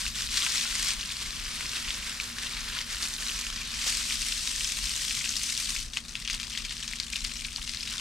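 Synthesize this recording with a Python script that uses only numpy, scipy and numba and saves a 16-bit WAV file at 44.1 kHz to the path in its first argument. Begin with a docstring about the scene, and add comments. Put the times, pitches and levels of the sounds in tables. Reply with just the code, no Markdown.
"""Garden hose on concrete

A garden hose is swept over the wet concrete floor of an outdoor pen, a little left of the microphone.
Clumped random ticks are drops on the slab, damped sines are short-lived bubbles, filtered noise is mist.
Slugs of water slap singly (crack noise plus a ringing air pocket); thick lumps splat as dull noise bursts.
Behind lie a low rumble of shaped noise and a faint two-tone machine hum."""
import sys
import numpy as np
from scipy import signal
from scipy.fft import rfft, irfft
from scipy.io import wavfile
from scipy.ndimage import uniform_filter1d, map_coordinates
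from numba import njit

SR = 44100
rng = np.random.default_rng(int(sys.argv[2]) if len(sys.argv) > 2 else 0)


def to_wav(s):
    """Save 16-bit WAV."""
    ch = np.atleast_2d(s).T  # columns
    pcm = np.round(np.clip(ch, -1, 1) * 32767)  # PCM
    wavfile.write(sys.argv[1], SR, pcm.astype(np.int16))


N = 352888
TIME_S = np.arange(N) / SR
FREQS_HZ = np.maximum(np.fft.rfftfreq(N, 1 / SR), 1)
SIDES = np.array([[1], [-1]])  # left, right

# Levels are nominal, ahead of panning, echo and port colour.
# Jet landing near, far, near again, then aside. Each row: time in seconds, level in dB.
LANDING = [(0, -33.5), (.3, -34), (.37, -31), (.92, -31.5), (.96, -38.5), (1.45, -37.5), (1.65, -37),
           (2.1, -37), (2.85, -38.5), (3.33, -35.5), (3.52, -39), (3.85, -33.5), (5.65, -34), (5.82, -35.5),
           (5.89, -50), (6.27, -43), (6.285, -41.5), (7.25, -41), (7.7, -43), (8, -36.5)]
# Where the jet lands. 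Each row: time in seconds, low splash in dB and fine spray in dB (both relative
# to the middle band), left minus right in dB.
AIM = [(0, -11, 0.5, 4.5), (.8, -12.5, 0.3, 5), (1, -10, -1.5, 4), (2.3, -7, -1.5, 3.5), (2.8, -9.5, -5, 4),
       (3.05, -7.5, 3.2, 3.5), (3.35, -7.5, 1.5, 3.5), (3.65, -12, -5.5, 3.5), (3.9, -13.5, 0.9, 4.5),
       (4.3, -14.5, 2, 5.5), (5.15, -15, 2.1, 5.5), (5.7, -15, 3.5, 6), (6.4, -11.5, -1.7, 6),
       (7.7, -17, 1.5, 7), (8, -8.5, 0, 5)]
# Break-up of the stream into drops. Each row: time in seconds, spatter over mist in dB.
BREAKUP = [(0, -1.5), (.9, -0.5), (1.2, -3), (3.6, -1.5), (4, -2), (5.5, 0.5), (6, 2.5), (8, 4)]
# Brief level changes in the stream, mostly swells, a few dips. Each row: centre in seconds, change in dB.
LEVEL_CHANGES = [(.91, 1.5), (1.01, 2.5), (1.22, 3.5), (1.77, 3), (1.91, 0.5), (2.44, 3), (2.63, -1),
                 (2.77, 2), (2.93, 3.5), (3.04, 4.5), (3.27, 2.5), (3.885, 6.5), (5.957, 8.5), (6.292, -3),
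                 (6.345, 6.5), (6.57, 1), (7.15, 2), (7.25, 4)]
# Gaps, the stream briefly missing the slab. Each row: centre in seconds, level change in dB.
GAPS = [(.105, -7.5), (.135, -8.5), (.29, -6), (2, -2.5), (2.33, -3.5), (2.85, -5.5), (3.18, -6.5)]
# Splash colour. Each row: frequency in Hz, relative gain in dB.
SPLASH_COLOUR = [(200, -10), (500, -18), (800, -18.5), (1050, -9.5), (1600, -6), (2400, -3.5), (4200, -1),
                 (5600, 0.5), (6800, -1.5), (8600, -1.5), (9600, -8), (11000, -14.5), (12300, -17),
                 (15500, -32)]
# Nozzle hiss. Each row: time in seconds, level in dB.
NOZZLE = [(0, -53), (1, -57), (3.3, -51), (3.9, -64), (5.8, -64), (6, -73), (8, -77.5)]
# Rumble colour. Each row: frequency in Hz, relative gain in dB.
RUMBLE_COLOUR = [(8, -36), (22, 0), (32, 4), (50, -2), (66, -16), (110, -10.5), (160, -15.5), (220, -13),
                 (270, -23), (450, -30.5), (800, -34.5), (1100, -28.5)]
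# Distant machine. Each row: frequency in Hz, mean level in dB.
HUM = [(58.5, -53.5), (239.8, -59)]
# Individually timed slaps on the wet slab, loud to faint. Each row: start in seconds, peak before
# band-limiting in dB, trapped-air pitch in Hz, crack share of the power in dB (0 or more: all crack).
TIMED_SLAPS = [(.0656, -17, 2660, -12), (.1562, -25, 4390, 0), (.3721, -11, 2160, 2),
               (.4222, -13, 3620, -10), (.4292, -13, 6040, 0), (1.01, -18.5, 3670, -4),
               (1.9056, -15, 3360, -4), (2.2, -14, 2350, -4), (2.3845, -16.5, 4930, 1),
               (2.7886, -15, 3470, -4), (3.029, -18, 4640, -6), (3.4672, -17.5, 2960, -1),
               (3.5604, -19.5, 5700, -9), (4.108, -18, 2400, -15), (4.3236, -15, 2820, -3),
               (4.608, -14.5, 2830, -2.5), (4.6456, -12.5, 5400, -6), (5.109, -12, 2770, -1.5),
               (5.211, -22, 2110, -13), (5.243, -16.5, 2800, -9), (5.259, -17, 2630, -16),
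               (5.2924, -10.5, 6340, -13), (5.5772, -11.5, 5530, -5), (5.7635, -16.5, 2490, -1.5),
               (5.9346, -20, 5300, 0), (5.9665, -21, 3200, -2), (5.971, -10.5, 2720, -3.5),
               (6.0935, -23, 5900, -8), (6.1539, -15.5, 2540, -3), (6.2765, -14, 2950, -2),
               (6.2846, -22, 3100, -5), (6.2993, -12, 4950, 1), (6.3095, -16, 6040, -3),
               (6.3424, -18, 2860, -5), (6.3994, -16, 2540, 0), (6.4306, -18.5, 2540, -1),
               (6.5509, -20, 2700, -5), (6.575, -15, 2970, 0), (6.6493, -18, 2400, 0),
               (6.7084, -20.5, 4360, 0), (6.8788, -17.5, 6160, -2.5), (6.9345, -18, 2240, -5),
               (7.0002, -11.5, 4700, -6), (7.135, -19, 2460, -18), (7.1586, -14.5, 2780, -1.5),
               (7.2484, -14.5, 4530, -1.5), (7.448, -19, 3920, -1), (7.561, -16.5, 4630, -7),
               (7.676, -17, 2850, -2.5), (7.694, -16.5, 4900, -1.5), (7.7473, -18, 4430, -3),
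               (7.772, -19, 4000, -5)]
# Thick lumps of water. Each row: start in seconds, peak in dB, nominal centre in Hz.
SPLATS = [(.464, -20, 1940), (0.653, -25, 1670), (2.435, -30, 1700), (2.768, -24.5, 1890),
          (3.864, -38.5, 620), (5.97, -38, 970), (7.582, -33, 1250)]
# Difference between the microphone ports. Each row: frequency in Hz, left minus right in dB.
PORTS = [(500, -4), (1300, -4), (2400, -0.5), (4400, -0.5), (8100, -4.5), (12000, -8.5), (15000, -7)]

CHANGE_SIGMA_S, GAP_SIGMA_S = 0.016, 0.014
FLUTTER_HZ, FLUTTER_RMS_DB = 11.5, 1.0  # unevenness of the stream
RUMBLE_DB, BASS_DB = -45.5, -46.5  # gain above and below 88 Hz
GUST_RMS_DB, GUST_HZ = 3, 8.1  # swelling of the bass
RANDOM_SLAPS_PER_S, RANDOM_CRACK_DB = 16, -9
RANDOM_SLAP_DB, RANDOM_SPREAD_DB = -24.5, 6  # mean peak, scatter either way
RANDOM_FOLLOW = 0.4  # dB of change per dB of flow
POCKET_LOW_HZ, POCKET_HIGH_HZ = 2390, 6300
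TOP_HZ = 15750


def undb(db):
    """Decibels to gain."""
    return 10 ** (np.asarray(db) / 20)


def unit(x):
    """Scale to rms 1."""
    return x / np.sqrt(np.mean(x ** 2))


def curves(table):
    """Interpolate each column of a timed table to every sample."""
    time_s, *columns = np.transpose(table)
    return [np.interp(TIME_S, time_s, c) for c in columns]


def response(points):
    """Gain at every frequency from (Hz, dB) points, on a log frequency axis."""
    hz, db = np.transpose(points)
    return undb(np.interp(np.log(FREQS_HZ), np.log(hz), db))


def shape(x, gain):
    """Filter by a gain per frequency."""
    return irfft(rfft(x) * gain, N)


def below(edge_hz, order=6):
    """Low-pass gain; one minus it is the matching high-pass."""
    return 1 / (1 + (FREQS_HZ / edge_hz) ** order)


def walk(rate_hz):
    """Random wander of rms 1, low-passed around rate_hz."""
    return unit(shape(rng.standard_normal(N), below(rate_hz, order=2)))


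def flow_level_db():
    """Landing level: follows the landing curve, with brief swells, dips and gaps, and flutters."""
    level_db = curves(LANDING)[0]
    for table, sigma_s in ((LEVEL_CHANGES, CHANGE_SIGMA_S), (GAPS, GAP_SIGMA_S)):
        for centre_s, change_db in table:
            level_db = level_db + change_db * np.exp(-.5 * ((TIME_S - centre_s) / sigma_s) ** 2)
    return level_db + FLUTTER_RMS_DB * walk(FLUTTER_HZ)


def drops(per_s, spread_db, scatter):
    """Drops tick as single-sample impulses, scattered left and right of the landing point."""
    hit, size, lean = rng.random(N), rng.standard_normal(N), rng.standard_normal(N)
    gain = undb(spread_db * np.minimum(size, 2))
    ticks = (hit < per_s / SR) * gain * rng.choice([-1, 1], N)
    return unit(ticks * (1 + scatter * SIDES * lean))


@njit
def rings(start, hz, cycles, size, lean):
    """Damped sines that fall by 1/e in so many cycles, each leaning left or right."""
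    out = np.zeros((2, N))
    for k in range(len(start)):
        step = hz[k] / SR  # cycles per sample
        z, p = size[k] + 0j, np.exp(2j * np.pi * step - step / cycles[k])
        for i in range(start[k], min(N, start[k] + int(6 * cycles[k] / step))):
            z *= p
            out[0, i] += z.imag * (1 + lean[k])
            out[1, i] += z.imag * (1 - lean[k])
    return out


def bubbles(cycles, spread_db, scatter, low_hz, high_hz, count):
    """Air pockets in the water film ring for a few cycles, at random times and pitches."""
    when, pitch = rng.random((count, 2)).T
    size, life, lean = np.clip(rng.standard_normal((count, 3)).T, -2, 2)
    start = (when * N).astype(int)
    hz = low_hz + (high_hz - low_hz) * pitch
    gain = undb(spread_db * size) * np.sqrt(hz)
    return unit(rings(start, hz, cycles * np.exp(life / 2), gain, scatter * lean))


def clumps(spread_db, per_s, fall_s):
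    """Lumps of many sizes land abruptly and their spatter power decays exponentially."""
    hit = rng.random(N) < per_s / SR
    size = undb(-spread_db * rng.random(N))
    power = signal.lfilter([1], [1, -np.exp(-1 / (fall_s * SR))], hit * size ** 2)
    power /= uniform_filter1d(power, size=1800) + 1e-9  # evens out the flow over 41 ms
    return unit(np.sqrt(np.maximum(power, 0)))


def jet(jet_db):
    """Clumped drops and bubbles over even mist; the aim balances low, middle and fine bands."""
    breakup_db, = curves(BREAKUP)
    low_db, fine_db, _ = curves(AIM)
    ticks = drops(per_s=10000, spread_db=3, scatter=.3)
    plinks = bubbles(cycles=2.4, spread_db=6.5, scatter=0.13, low_hz=952, high_hz=12550, count=30000)
    plops = bubbles(cycles=5.6, spread_db=2.5, scatter=0.17, low_hz=1700, high_hz=6410, count=1800)
    spatter = unit(ticks + undb(3) * plinks + undb(-5) * plops)
    spatter = spatter * clumps(spread_db=18, per_s=480, fall_s=.0015)
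    mist = rng.standard_normal(N) + 0.69 * rng.standard_normal((2, N))  # shared plus per side
    mixed = (spatter * undb(breakup_db) + mist) / np.hypot(undb(breakup_db), 1)
    water = shape(mixed, response(SPLASH_COLOUR))
    under, over = below(1860), 1 - below(4630)
    low = unit(shape(water, under * (1 - below(230)))) * undb(low_db)
    middle = unit(shape(water, 1 - under - over))
    fine = unit(shape(water, over)) * undb(fine_db)
    total = np.sqrt(1 + undb(low_db) ** 2 + undb(fine_db) ** 2)
    return (low + middle + fine) / total * undb(jet_db)


def nozzle(flicker_rms_db):
    """The stream tears apart at the nozzle: high noise with a fast random flicker in level."""
    hiss_db, = curves(NOZZLE)
    hiss = rng.standard_normal(N) + 1.3 * rng.standard_normal((2, N))
    hiss = hiss * undb(flicker_rms_db * walk(370))
    colour = response([(6000, -27), (10000, 7.5), (12200, 0), (15500, -13)])
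    return unit(shape(hiss, colour)) * undb(hiss_db)


def yard(width, left_minus_right_db):
    """Rumble of shaped noise with swelling bass, and hum of two slowly wandering sines."""
    air = rng.standard_normal(N) + width * SIDES * rng.standard_normal(N)
    air = shape(air, 1 - below(19, order=8))
    rumble = unit(shape(air, response(RUMBLE_COLOUR) * below(2360)))
    bass = shape(rumble, below(88))
    swell = undb(BASS_DB + GUST_RMS_DB * walk(GUST_HZ))
    rumble = bass * swell + (rumble - bass) * undb(RUMBLE_DB)
    hum = sum(undb(db + walk(0.37)) * np.sqrt(2) * np.sin(2 * np.pi * hz * TIME_S) for hz, db in HUM)
    return (rumble + hum) * undb(SIDES * left_minus_right_db / 2)


def slaps(rows, cycles, rebound_s, rebound, crack_s, spatter_s):
    """A slug cracks on the slab, its air pocket rings and rebounds once, and droplets spatter after."""
    out, t = np.zeros(N + 2048), np.arange(2048) / SR
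    for start_s, db, hz, crack_db in rows:
        noise, spatter = rng.standard_normal((2, len(t)))
        late = np.maximum(t - rebound_s * rng.uniform(0.62, 1.277), 0)
        pocket = 0
        for gain, u in ((1, t), (rebound, late)):
            pocket = pocket + gain * np.sin(2 * np.pi * hz * u) * np.sqrt(u) * np.exp(-u * hz / cycles)
        # water is soft: the crack takes a moment to build
        crack = noise * np.sqrt(t / crack_s) * np.exp(-t / crack_s)
        # signed squaring makes the droplets spikier
        crack = crack + undb(-17.5) * unit(spatter * np.abs(spatter)) * np.exp(-t / spatter_s)
        crack = signal.lfilter(*signal.butter(1, [1700, 5800], "band", fs=SR), crack)
        share = min(undb(crack_db) ** 2, 1)
        slap = np.sqrt(1 - share) * unit(pocket) + np.sqrt(share) * unit(crack)
        start = int(start_s * SR)
        out[start:start + len(t)] += undb(db) * slap / np.abs(slap).max()
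    return shape(out[:N], below(8800) * (1 - below(1380, order=3)))


def random_slaps(flow_db):
    """Further slugs at random times; they follow the flow only partly, so stand out where it is thin."""
    rows, level_db = [], RANDOM_SLAP_DB + RANDOM_FOLLOW * (flow_db - flow_db.mean())
    for when, size, pitch in rng.random((int(RANDOM_SLAPS_PER_S * N / SR), 3)):
        db = level_db[int(when * N)] + RANDOM_SPREAD_DB * (2 * size - 1)
        hz = POCKET_LOW_HZ * (POCKET_HIGH_HZ / POCKET_LOW_HZ) ** pitch
        rows.append((when * N / SR, db, hz, RANDOM_CRACK_DB))
    return rows


def splats(fall_s):
    """A thick lump lands as a dull, decaying burst of band-passed noise."""
    out, t = np.zeros(N + 2048), np.arange(2048) / SR
    for start_s, db, hz in SPLATS:
        burst = rng.standard_normal(len(t)) * np.exp(-t / fall_s)
        splat = signal.lfilter(*signal.butter(2, [hz / 1.47, hz * 1.55], "band", fs=SR), burst)
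        start = int(start_s * SR)
        out[start:start + len(t)] += undb(db) * splat / np.abs(splat).max()
    return out[:N]


def smear(x, fall_s, size, count=64):
    """Surfaces near the moving landing point scatter sound: random decaying echoes, crossfaded in turn."""
    hop, t = N // count + 1, np.arange(size) / SR
    paths = rng.standard_normal((2, count + 1, size)) * np.exp(-t / fall_s)
    paths /= np.sqrt(np.sum(paths ** 2, axis=2, keepdims=True))
    padded = np.pad(x, [(0, 0), (hop, 2 * hop)])
    out = np.zeros((2, N + 3 * hop + size))
    fade = np.sqrt(np.hanning(2 * hop))
    for k in range(count + 1):
        piece = signal.fftconvolve(padded[:, k * hop:(k + 2) * hop] * fade, paths[:, k], axes=1)
        out[:, k * hop:k * hop + piece.shape[1]] += piece
    return out[:, hop:hop + N]


def pen(x, spray_db):
    """Kerb, fence and kennel give a short echo; fine spray noise follows the treble of the splashes."""
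    echo = undb(-13) * smear(x, fall_s=.016, size=4096)
    treble = shape(x[0], 1 - below(9100))
    strength = np.sqrt(uniform_filter1d(treble ** 2, size=40).clip(0))
    colour = response([(7000, -11), (10500, -3.0), (12300, -6), (15500, -19)])
    spray = strength * unit(shape(rng.standard_normal((2, N)), colour))
    return x + echo + undb(spray_db) * spray


def ports(x):
    """Two ports differ in colour; water reaches the left one slightly later, more so before 3.4 s."""
    lag_s = np.interp(TIME_S, [3.4, 4], [.000022, .000006])
    body = shape(x[0], below(8900))  # only this part is delayed
    left = x[0] - body + map_coordinates(body, [(TIME_S - lag_s) * SR], order=3)
    return shape(np.array([left, x[1]]), response(PORTS) ** (SIDES / 2))


def scene():
    """The water, panned by its aim, in its pen and yard."""
    around = yard(width=0.27, left_minus_right_db=1.6)
    hiss = nozzle(flicker_rms_db=7.0)
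    flow_db, pan_db = flow_level_db(), curves(AIM)[2]
    water = jet(flow_db) + splats(fall_s=0.0065)
    slugs = list(TIMED_SLAPS) + random_slaps(flow_db)
    water = water + slaps(slugs, cycles=1.38, rebound_s=0.001794, rebound=0.18,
                          crack_s=0.00064, spatter_s=0.017)
    water = pen(water, spray_db=-2.5) + hiss
    return ports(water * undb(SIDES * pan_db / 2)) + around


def record(dry):
    """The recorder cuts the top with a steep elliptic low-pass."""
    return signal.sosfilt(signal.ellip(10, .2, 80, TOP_HZ, fs=SR, output="sos"), dry)


dry = scene()
out = record(dry)
to_wav(out)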